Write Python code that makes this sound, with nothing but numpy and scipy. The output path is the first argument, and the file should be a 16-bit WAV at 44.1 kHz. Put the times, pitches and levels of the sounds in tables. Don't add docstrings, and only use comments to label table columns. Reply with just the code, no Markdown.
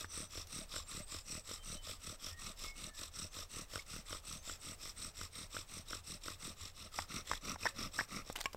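import sys
import numpy as np
from scipy import signal
from scipy.fft import rfft, irfft
from scipy.io import wavfile
from scipy.ndimage import uniform_filter1d

SR = 44100
rng = np.random.default_rng(int(sys.argv[2]) if len(sys.argv) > 2 else 0)


def file_out(sig):
    cols = np.atleast_2d(sig).T
    lim = np.clip(cols, -1, 1)
    pcm = np.round(lim * 32767).astype(np.int16)
    wavfile.write(sys.argv[1], SR, pcm)


N = 377784
TIME = np.arange(N) / SR
HZ = np.fft.rfftfreq(4096, 1 / SR)
# (time [s], wear [0-1])
SOCKET_WEAR = [(0, 0), (6.3, 0), (7.1, 0.81), (8.3, 1)]
CATCH_LEAD_PULL, CATCH_LEAD_PUSH = 0.14, 0.26


def amp(db):
    return 10 ** (np.asarray(db) / 20)


def unit(x):
    return x / np.sqrt(np.mean(x ** 2) + 1e-20)


def curve(points, hz=HZ):
    f, db = np.transpose(points)
    return amp(np.interp(np.log(hz + 1), np.log(f), db))


def humps(hz, width, db):
    detune = (HZ[:, None] - hz) / width
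    power = amp(db) ** 2 / (1 + detune ** 2) ** 4
    return np.sqrt(power.sum(1))


def ring(gain):
    log_gain = np.log(np.maximum(gain / gain.max(), 1e-5))
    circle = np.concatenate([log_gain, log_gain[-2:0:-1]])
    response = np.fft.ifft(np.exp(np.conj(signal.hilbert(circle)))).real
    return response / np.linalg.norm(response)


def resonate(x, hz, width):
    t = TIME[:4096]
    swell = t ** 3 * np.exp(-2 * np.pi * width * t)
    turn = np.exp(2j * np.pi * np.cumsum(hz) / SR)
    filtered = signal.oaconvolve(x * turn.conj(), swell / np.linalg.norm(swell))[:N]
    return np.sqrt(2) * (turn * filtered).real


def wander(rate_hz):
    f = np.fft.rfftfreq(N, 1 / SR)
    spectrum = rfft(rng.standard_normal(N)) / (1 + (f / rate_hz) ** 4)
    return unit(irfft(spectrum, N))


def add(mix, s, sound):
    at = round(s * SR)
    if at >= 0:
        part = mix[at:at + len(sound)]
        part += sound[:len(part)]


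def blow(body, decay, rough, clump_db=4.0):
    t = TIME[:2048]
    clumps = np.repeat(amp(clump_db * rng.standard_normal(size=64)), len(t) // 64)
    crunch = rng.standard_normal(len(t)) * clumps * np.exp(-t / decay)
    force = rough * crunch / np.linalg.norm(crunch)
    force[0] += max(1 - rough, 0)
    sound = signal.fftconvolve(force, body)
    return sound / np.linalg.norm(sound) * np.sqrt(0.003 * SR)


def squeak(length, start_hz, top_hz, jitter=0.038, overtone_db=-17):
    along = np.arange(0, 1, 1 / (length * SR))
    shake = unit(uniform_filter1d(rng.standard_normal(1024), size=30))[:len(along)]
    hz = (start_hz + (top_hz - start_hz) * np.sin(2 * along)) * (1 + jitter * shake)
    phase = 2 * np.pi * np.cumsum(hz) / SR
    overtones = amp(overtone_db) * (np.sin(2 * phase) + np.sin(3 * phase))
    return 2 * np.sin(np.pi * along) * (np.sin(phase) + overtones)


def scatter(x, t60):
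    tail = rng.standard_normal(SR) * amp(-60 * TIME[:SR] / t60)
    return signal.oaconvolve(x, tail / np.linalg.norm(tail))[:N]


def strokes():
    # (start [s], pull-and-push cycles [count], pulling share of a cycle [0-1])
    pace = [(-.102, 3, .46), (1.057, 6, .48), (3.301, 3, 0.47), (4.412, 4, 0.48), (5.846, 3, .5),
            (6.905, 4, 0.49)]
    # (time [s], rubbing level [dB])
    pressure = [(0, -43.5), (.2, -45), (.8, -45), (1.6, -46), (3.7, -45.5), (4.7, -46.5), (6.1, -47),
                (6.48, -45.5), (6.8, -50.5), (6.97, -43.5), (7.8, -42.5), (8.16, -43.5), (8.29, -51.5)]
    last_pull, bow_stops = 8.239, 8.35
    pull_turns, push_turns = 8.2, 7.7
    pull_knock_at, push_knock_at = 0.24, 0.79

    changes, counts, shares = np.transpose(pace)
    done = np.cumsum([0, *np.round(counts).astype(int)])
    beats = np.interp(np.arange(done[-1] + 1), done, [*changes, last_pull])
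    beats = np.append(beats, bow_stops)
    cycle, push = np.divmod(np.arange(2 * done[-1] + 1), 2)
    period = np.diff(beats)[cycle]
    stage = np.searchsorted(done[:-1], cycle, "right") - 1
    start = beats[cycle] + push * period * shares[stage]
    length = np.diff(start, append=bow_stops)
    level_db = np.interp(start + length / 2, *np.transpose(pressure))
    knock_s = beats[cycle] + period * np.where(push, push_knock_at, pull_knock_at)
    turn_s = length / np.where(push, push_turns, pull_turns)
    return start, length, level_db, knock_s, turn_s


def bow():
    start, length, *_ = strokes()
    stroke = np.maximum(np.searchsorted(start, TIME) - 1, 0)
    return stroke, np.clip((TIME - start[stroke]) / length[stroke], 0, 1)


def air(level_db=-56.5, swell_db=1.0):
    # (frequency [Hz], relative density [dB])
    air_spectrum = [(15, -5.5), (29, 4), (50, -11.5), (80, -11.5), (150, -22), (280, -31.5), (450, -27),
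                    (560, -26), (700, -28), (2000, -34), (8500, -39), (9600, -44), (16000, -41.5)]
    gain = curve(air_spectrum, np.fft.rfftfreq(N, 1 / SR))
    noise = irfft(rfft(rng.standard_normal(N)) * gain, N)
    return amp(level_db + swell_db * wander(2.3)) * unit(noise)


def rubbing(stroke, along, speed_power=1.22, flicker_db=1.2, grit_db=2.5, fleck_db=2.5, seat_vary_db=1.34,
            seat_shift=0.018, hiss_db=-10.0, hiss_catch_db=5.0, push_catch=0.67, pull_shift=0.97):
    # (frequency on the push [Hz], width [Hz], relative level pulling [dB],
    # pushing [dB], gain in a fully worn socket on the push, half that on the pull [dB], gain at a full catch [dB])
    wood_modes = [(84, 20, -12, -14.5, 0, 0), (215, 150, -27, -19.5, 9, 4), (540, 270, -26.5, -26, 9, -1),
                  (1250, 240, -15.5, -16, 6, 2.5), (2080, 410, -19, -18.5, 5, 1),
                  (2635, 380, -18, -17, 1.5, 3.5), (3785, 680, -12, -13.5, -1, 6.5),
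                  (5597, 650, -10.5, -10.5, -0.5, 5), (8090, 880, -9.5, -8.5, -7, 3),
                  (13150, 770, -23.5, -27.5, 1, 3)]
    # (frequency [Hz], relative level [dB])
    hiss_spectrum = [(60, -22.5), (300, -12), (520, -15), (780, -17.5), (2000, -14), (4700, -7),
                     (6600, -11), (8700, -9), (9600, -17), (12000, -16.5), (16000, -27.5)]
    catch_width = 0.16

    _, _, level_db, knock_s, turn_s = strokes()
    wear, push = np.interp(TIME, *np.transpose(SOCKET_WEAR)), stroke % 2
    turns = (TIME - knock_s[stroke]) / turn_s[stroke] + np.where(push, CATCH_LEAD_PUSH, CATCH_LEAD_PULL)
    speed = abs(np.sin(np.pi * along))
    catch = np.exp(-((turns - np.round(turns)) / catch_width) ** 2) * speed * np.where(push, push_catch, 1)
    grit = unit(amp(grit_db * wander(3100)))
    force = speed ** speed_power * amp(level_db[stroke] + flicker_db * wander(98)) * grit
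    hiss = force * amp(hiss_db + hiss_catch_db * catch - 2 * wear) * rng.standard_normal(N)
    out = signal.oaconvolve(hiss, ring(curve(hiss_spectrum)))[:N]
    for hz, width, pull_db, push_db, worn_db, catch_db in wood_modes:
        louder, higher = rng.standard_normal((len(level_db), 2))[stroke].T
        db = np.where(push, push_db, pull_db) + seat_vary_db * louder
        db = db + worn_db * wear * (1 + push) / 2 + catch_db * catch
        spurts = unit(rng.standard_normal(N) * amp(fleck_db * wander(87)))
        pitch = hz * np.where(push, 1, pull_shift) * (1 + seat_shift * higher)
        out += resonate(force * amp(db) * spurts, pitch, width)
    return out


def chirping(hz=5450, spread=0.032, length=0.0055, pull_db=-4.5, push_db=-8, taper_db=2.0, vary_db=2.0):
    out = np.zeros(N)
    for k, (_, _, level_db, s, turn_s) in enumerate(zip(*strokes())):
        lead, side_db = (CATCH_LEAD_PUSH, push_db) if k % 2 else (CATCH_LEAD_PULL, pull_db)
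        for turn in range(-1, 3 - k % 2):
            louder, higher = rng.standard_normal(2)
            db = level_db + side_db - taper_db * (turn - 0.5) ** 2 + vary_db * louder
            pitch = hz * (1 + spread * higher)
            chirp = squeak(length, pitch, pitch, jitter=0.029, overtone_db=-40)
            add(out, s + (turn - lead) * turn_s - length / 2, amp(db) * chirp)
    return out


def knocking(pull_db=0.0, push_db=0.1, before_db=-5, after_db=-8, taper_db=1.8, brighten=0.85, rise=0.072,
             worn_rise=0.38, vary_db=1.0):
    # (frequency [Hz], width [Hz], relative level pulling [dB], pushing [dB])
    knock_modes = [(86, 26, 6.5, 8), (175.7, 94, -3.5, 7.5), (306, 96, -2, -1.5), (475, 130, -4, -6),
                   (608, 92, -3.5, -17), (1364, 385, 0, -10.5), (2000, 240, -7, -15), (3110, 350, -6, -26)]
    # (time [s], level [dB])
    hard_knocks = [(.763, -39.5), (1.513, -42), (3.758, -36), (4.129, -39), (4.497, -40), (5.214, -40),
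                   (5.567, -36.5), (5.932, -37.5), (6.283, -37.5)]
    # (time [s], knock level over the rubbing level [dB])
    wobble_db = [(0, 2), (1.8, 2.8), (2.6, -2.5), (3.8, 2), (5.2, -3), (5.8, 1.5), (6.5, 1), (6.82, -9.5),
                 (7.1, -3)]

    hz, width, pulling, pushing = np.transpose(knock_modes)
    high = hz > 900
    out = np.zeros(N)
    for k, (start, length, level_db, s, turn_s) in enumerate(zip(*strokes())):
        push, wear = k % 2, np.interp(s, *np.transpose(SOCKET_WEAR))
        usual_db = level_db + np.interp(s, *np.transpose(wobble_db)) + (push_db if push else pull_db)
        firm_db = usual_db
        for hard_s, hard_db in hard_knocks:
            if start < hard_s < start + length:
                s, firm_db = hard_s, hard_db
        for turn in range(-1 - push, 2):
            db = firm_db
            if turn:
                lesser_db = -taper_db * turn ** 2 if push else before_db if turn < 0 else after_db
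                db = (usual_db + firm_db) / 2 + lesser_db + vary_db * rng.standard_normal()
            mode_db = (pushing if push else pulling) + brighten * (db + 36) * high
            stiffen = 1 + push * (rise * turn + worn_rise * wear) * ~high
            body = ring(humps(hz * stiffen, width, mode_db) + amp(-36.0))
            add(out, s + turn * turn_s, amp(db) * blow(body, decay=0.0018, rough=0.39))
    return out


def birds(waver=0.009, flutter_db=2.0, t60=1.0, direct=0.98, echo=0.6):
    # (time [s], length [s], relative level [dB], nominal start pitch [Hz], nominal end pitch [Hz])
    bird_notes = [(.04, 0.23, -55.5, 5920, 5900), (.75, 0.06, -50, 7380, 7250),
                  (.878, .03, -50, 8100, 8160), (1.018, 0.034, -52, 8400, 8270),
                  (1.07, .035, -54.5, 8520, 8440), (1.1, .04, -50.5, 7290, 7120),
                  (1.31, 0.074, -50, 8130, 7970), (1.56, 0.1, -62, 3110, 3090), (1.73, .1, -61, 3070, 3030),
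                  (2.275, 0.16, -60, 1840, 1890), (2.625, 0.125, -53, 2190, 2170),
                  (2.865, 0.12, -59, 1790, 1720), (3.28, .07, -66, 6200, 6300),
                  (4.342, 0.093, -61, 6250, 6380), (7.70, 0.091, -60, 555, 540)]
    song, wobble = np.zeros(N), 1 + waver * wander(72)
    for s, length, db, start_hz, end_hz in bird_notes:
        size = round(length * SR)
        hz = np.linspace(start_hz, end_hz, size) * wobble[round(s * SR):][:size]
        whistle = np.sin(2 * np.pi * np.cumsum(hz) / SR)
        add(song, s, amp(db) * signal.windows.hann(size) ** 0.5 * whistle)
    song *= amp(flutter_db * wander(11))
    return direct * song + echo * scatter(song, t60)


def jolts(ring_width_hz=300, ring_db=2):
    # (time [s], level [dB], main ring [Hz])
    jumps = [(.0450, -40.5, 1150), (6.9881, -30.5, 1050), (7.3147, -29, 1000), (7.3341, -36, 1290),
             (7.5587, -42.5, 650), (7.6550, -28.5, 820), (7.662, -31, 1050), (7.9895, -28.5, 1500),
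             (8.0090, -32, 950), (8.4568, -34, 2390)]
    # (frequency [Hz], width [Hz], relative level [dB])
    jolt_modes = [(230, 520, -4), (930, 400, 1), (1730, 680, 2), (5420, 440, -4)]
    # (time [s], length [s], relative level [dB], nominal starting pitch [Hz], nominal top pitch [Hz])
    slip_tones = [(3.79, 0.012, -47, 2150, 2200), (7.631, .007, -43, 2400, 2595),
                  (7.6645, 0.0089, -30.5, 1500, 1870), (7.669, .007, -38, 1460, 1520),
                  (7.9918, 0.0112, -35.5, 940, 1710), (7.998, 0.0097, -41, 1750, 1950)]
    out, body = np.zeros(N), humps(*np.transpose(jolt_modes)) + amp(-38)
    for s, db, hz in jumps:
        socket = ring(body + humps(hz, ring_width_hz, ring_db))
        add(out, s, amp(db) * blow(socket, decay=0.0027, rough=0.62))
    for s, length, db, start_hz, top_hz in slip_tones:
        add(out, s, amp(db - 2.0) * squeak(length, start_hz, top_hz))
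    return out


def cord(stroke, along, slack_hz=200, taut_hz=635, tightest=0.77, spread=0.09):
    # (time [s], peak level [dB])
    cord_db = [(0, -57), (1, -53.5), (2.5, -58), (4, -63.5), (8.3, -62)]
    hz = slack_hz + (taut_hz - slack_hz) * np.exp(-((along - tightest) / 0.23) ** 2)
    swell = np.exp(-((along - tightest) / spread) ** 2) * (stroke % 2)
    tone = np.sin(2 * np.pi * np.cumsum(hz * (1 + 0.0413 * wander(200))) / SR)
    return amp(np.interp(TIME, *np.transpose(cord_db))) * swell * tone


def clatter(ring_width_hz=520, ring_db=9):
    # (time [s], level [dB], crunch decay [s], brightness [dB per octave], ring [Hz])
    stick_hits = [(.470, -51.5, .008, 3, 5930), (8.3270, -47, 0.0014, 5, 8000),
                  (8.3556, -40, 0.0097, -1.5, 1500), (8.3597, -36, 0.0057, 0.5, 2840),
                  (8.3790, -46, 0.0066, -5, 3700), (8.388, -43, 0.015, -3, 8200),
                  (8.4030, -40, 0.014, 1, 4400), (8.4070, -40.5, .003, -3, 2100),
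                  (8.4126, -37, 0.0011, 3, 3740), (8.4400, -44, 0.0099, -2, 6900),
                  (8.4578, -37, 0.0053, -3, 2600), (8.5308, -47, 0.005, -.5, 5100)]
    # (frequency [Hz], relative level [dB])
    stick_spectrum = [(100, -15), (700, -1), (1900, -4.5), (3900, -4.5), (8300, -7), (10000, -14),
                      (13500, -11), (16000, -20)]
    # (time [s], level [dB])
    thuds = [(8.3003, -36.5), (8.5470, -40)]
    # (frequency [Hz], relative level [dB])
    soil_spectrum = [(40, -0.5), (500, 0), (1400, -8.5), (2600, -22.5), (16000, -36)]
    # (frequency [Hz], starting level [dB], time to fall by 60 dB [s])
    spindle_modes = [(1096, -36, 0.088), (2260, -35, 0.026), (2820, -34, 0.025), (7600, -38.5, 0.03)]
    freed_at = 8.4577

    out, soil = np.zeros(N), ring(curve(soil_spectrum))
    for s, db, decay, bright_db, hz in stick_hits:
        tilt = amp(bright_db * np.log2(1 + HZ / 1000))
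        stick = ring(curve(stick_spectrum) * tilt * (1 + humps(hz, ring_width_hz, ring_db)))
        add(out, s, amp(db) * blow(stick, decay, rough=1.0))
    for s, db in thuds:
        add(out, s, amp(db) * blow(soil, decay=0.0023, rough=0.46))
    t = TIME[:8000]
    for hz, db, t60 in spindle_modes:
        add(out, freed_at, amp(db - 60 * t / t60) * np.sin(2 * np.pi * hz * t))
    return out


def scene(echo_db=-22, t60=0.28):
    stroke, along = bow()
    drill = rubbing(stroke, along) + chirping() + knocking()
    drill += jolts() + cord(stroke, along) + clatter()
    echo = amp(echo_db) * scatter(drill, t60)
    return (air() + drill + echo + birds())[None]


def record(dry):
    lowpass = signal.firwin(511, 15850, window=("kaiser", 9), fs=SR)
    return signal.oaconvolve(dry, lowpass[None], "same")


dry = scene()
out = record(dry)
file_out(out)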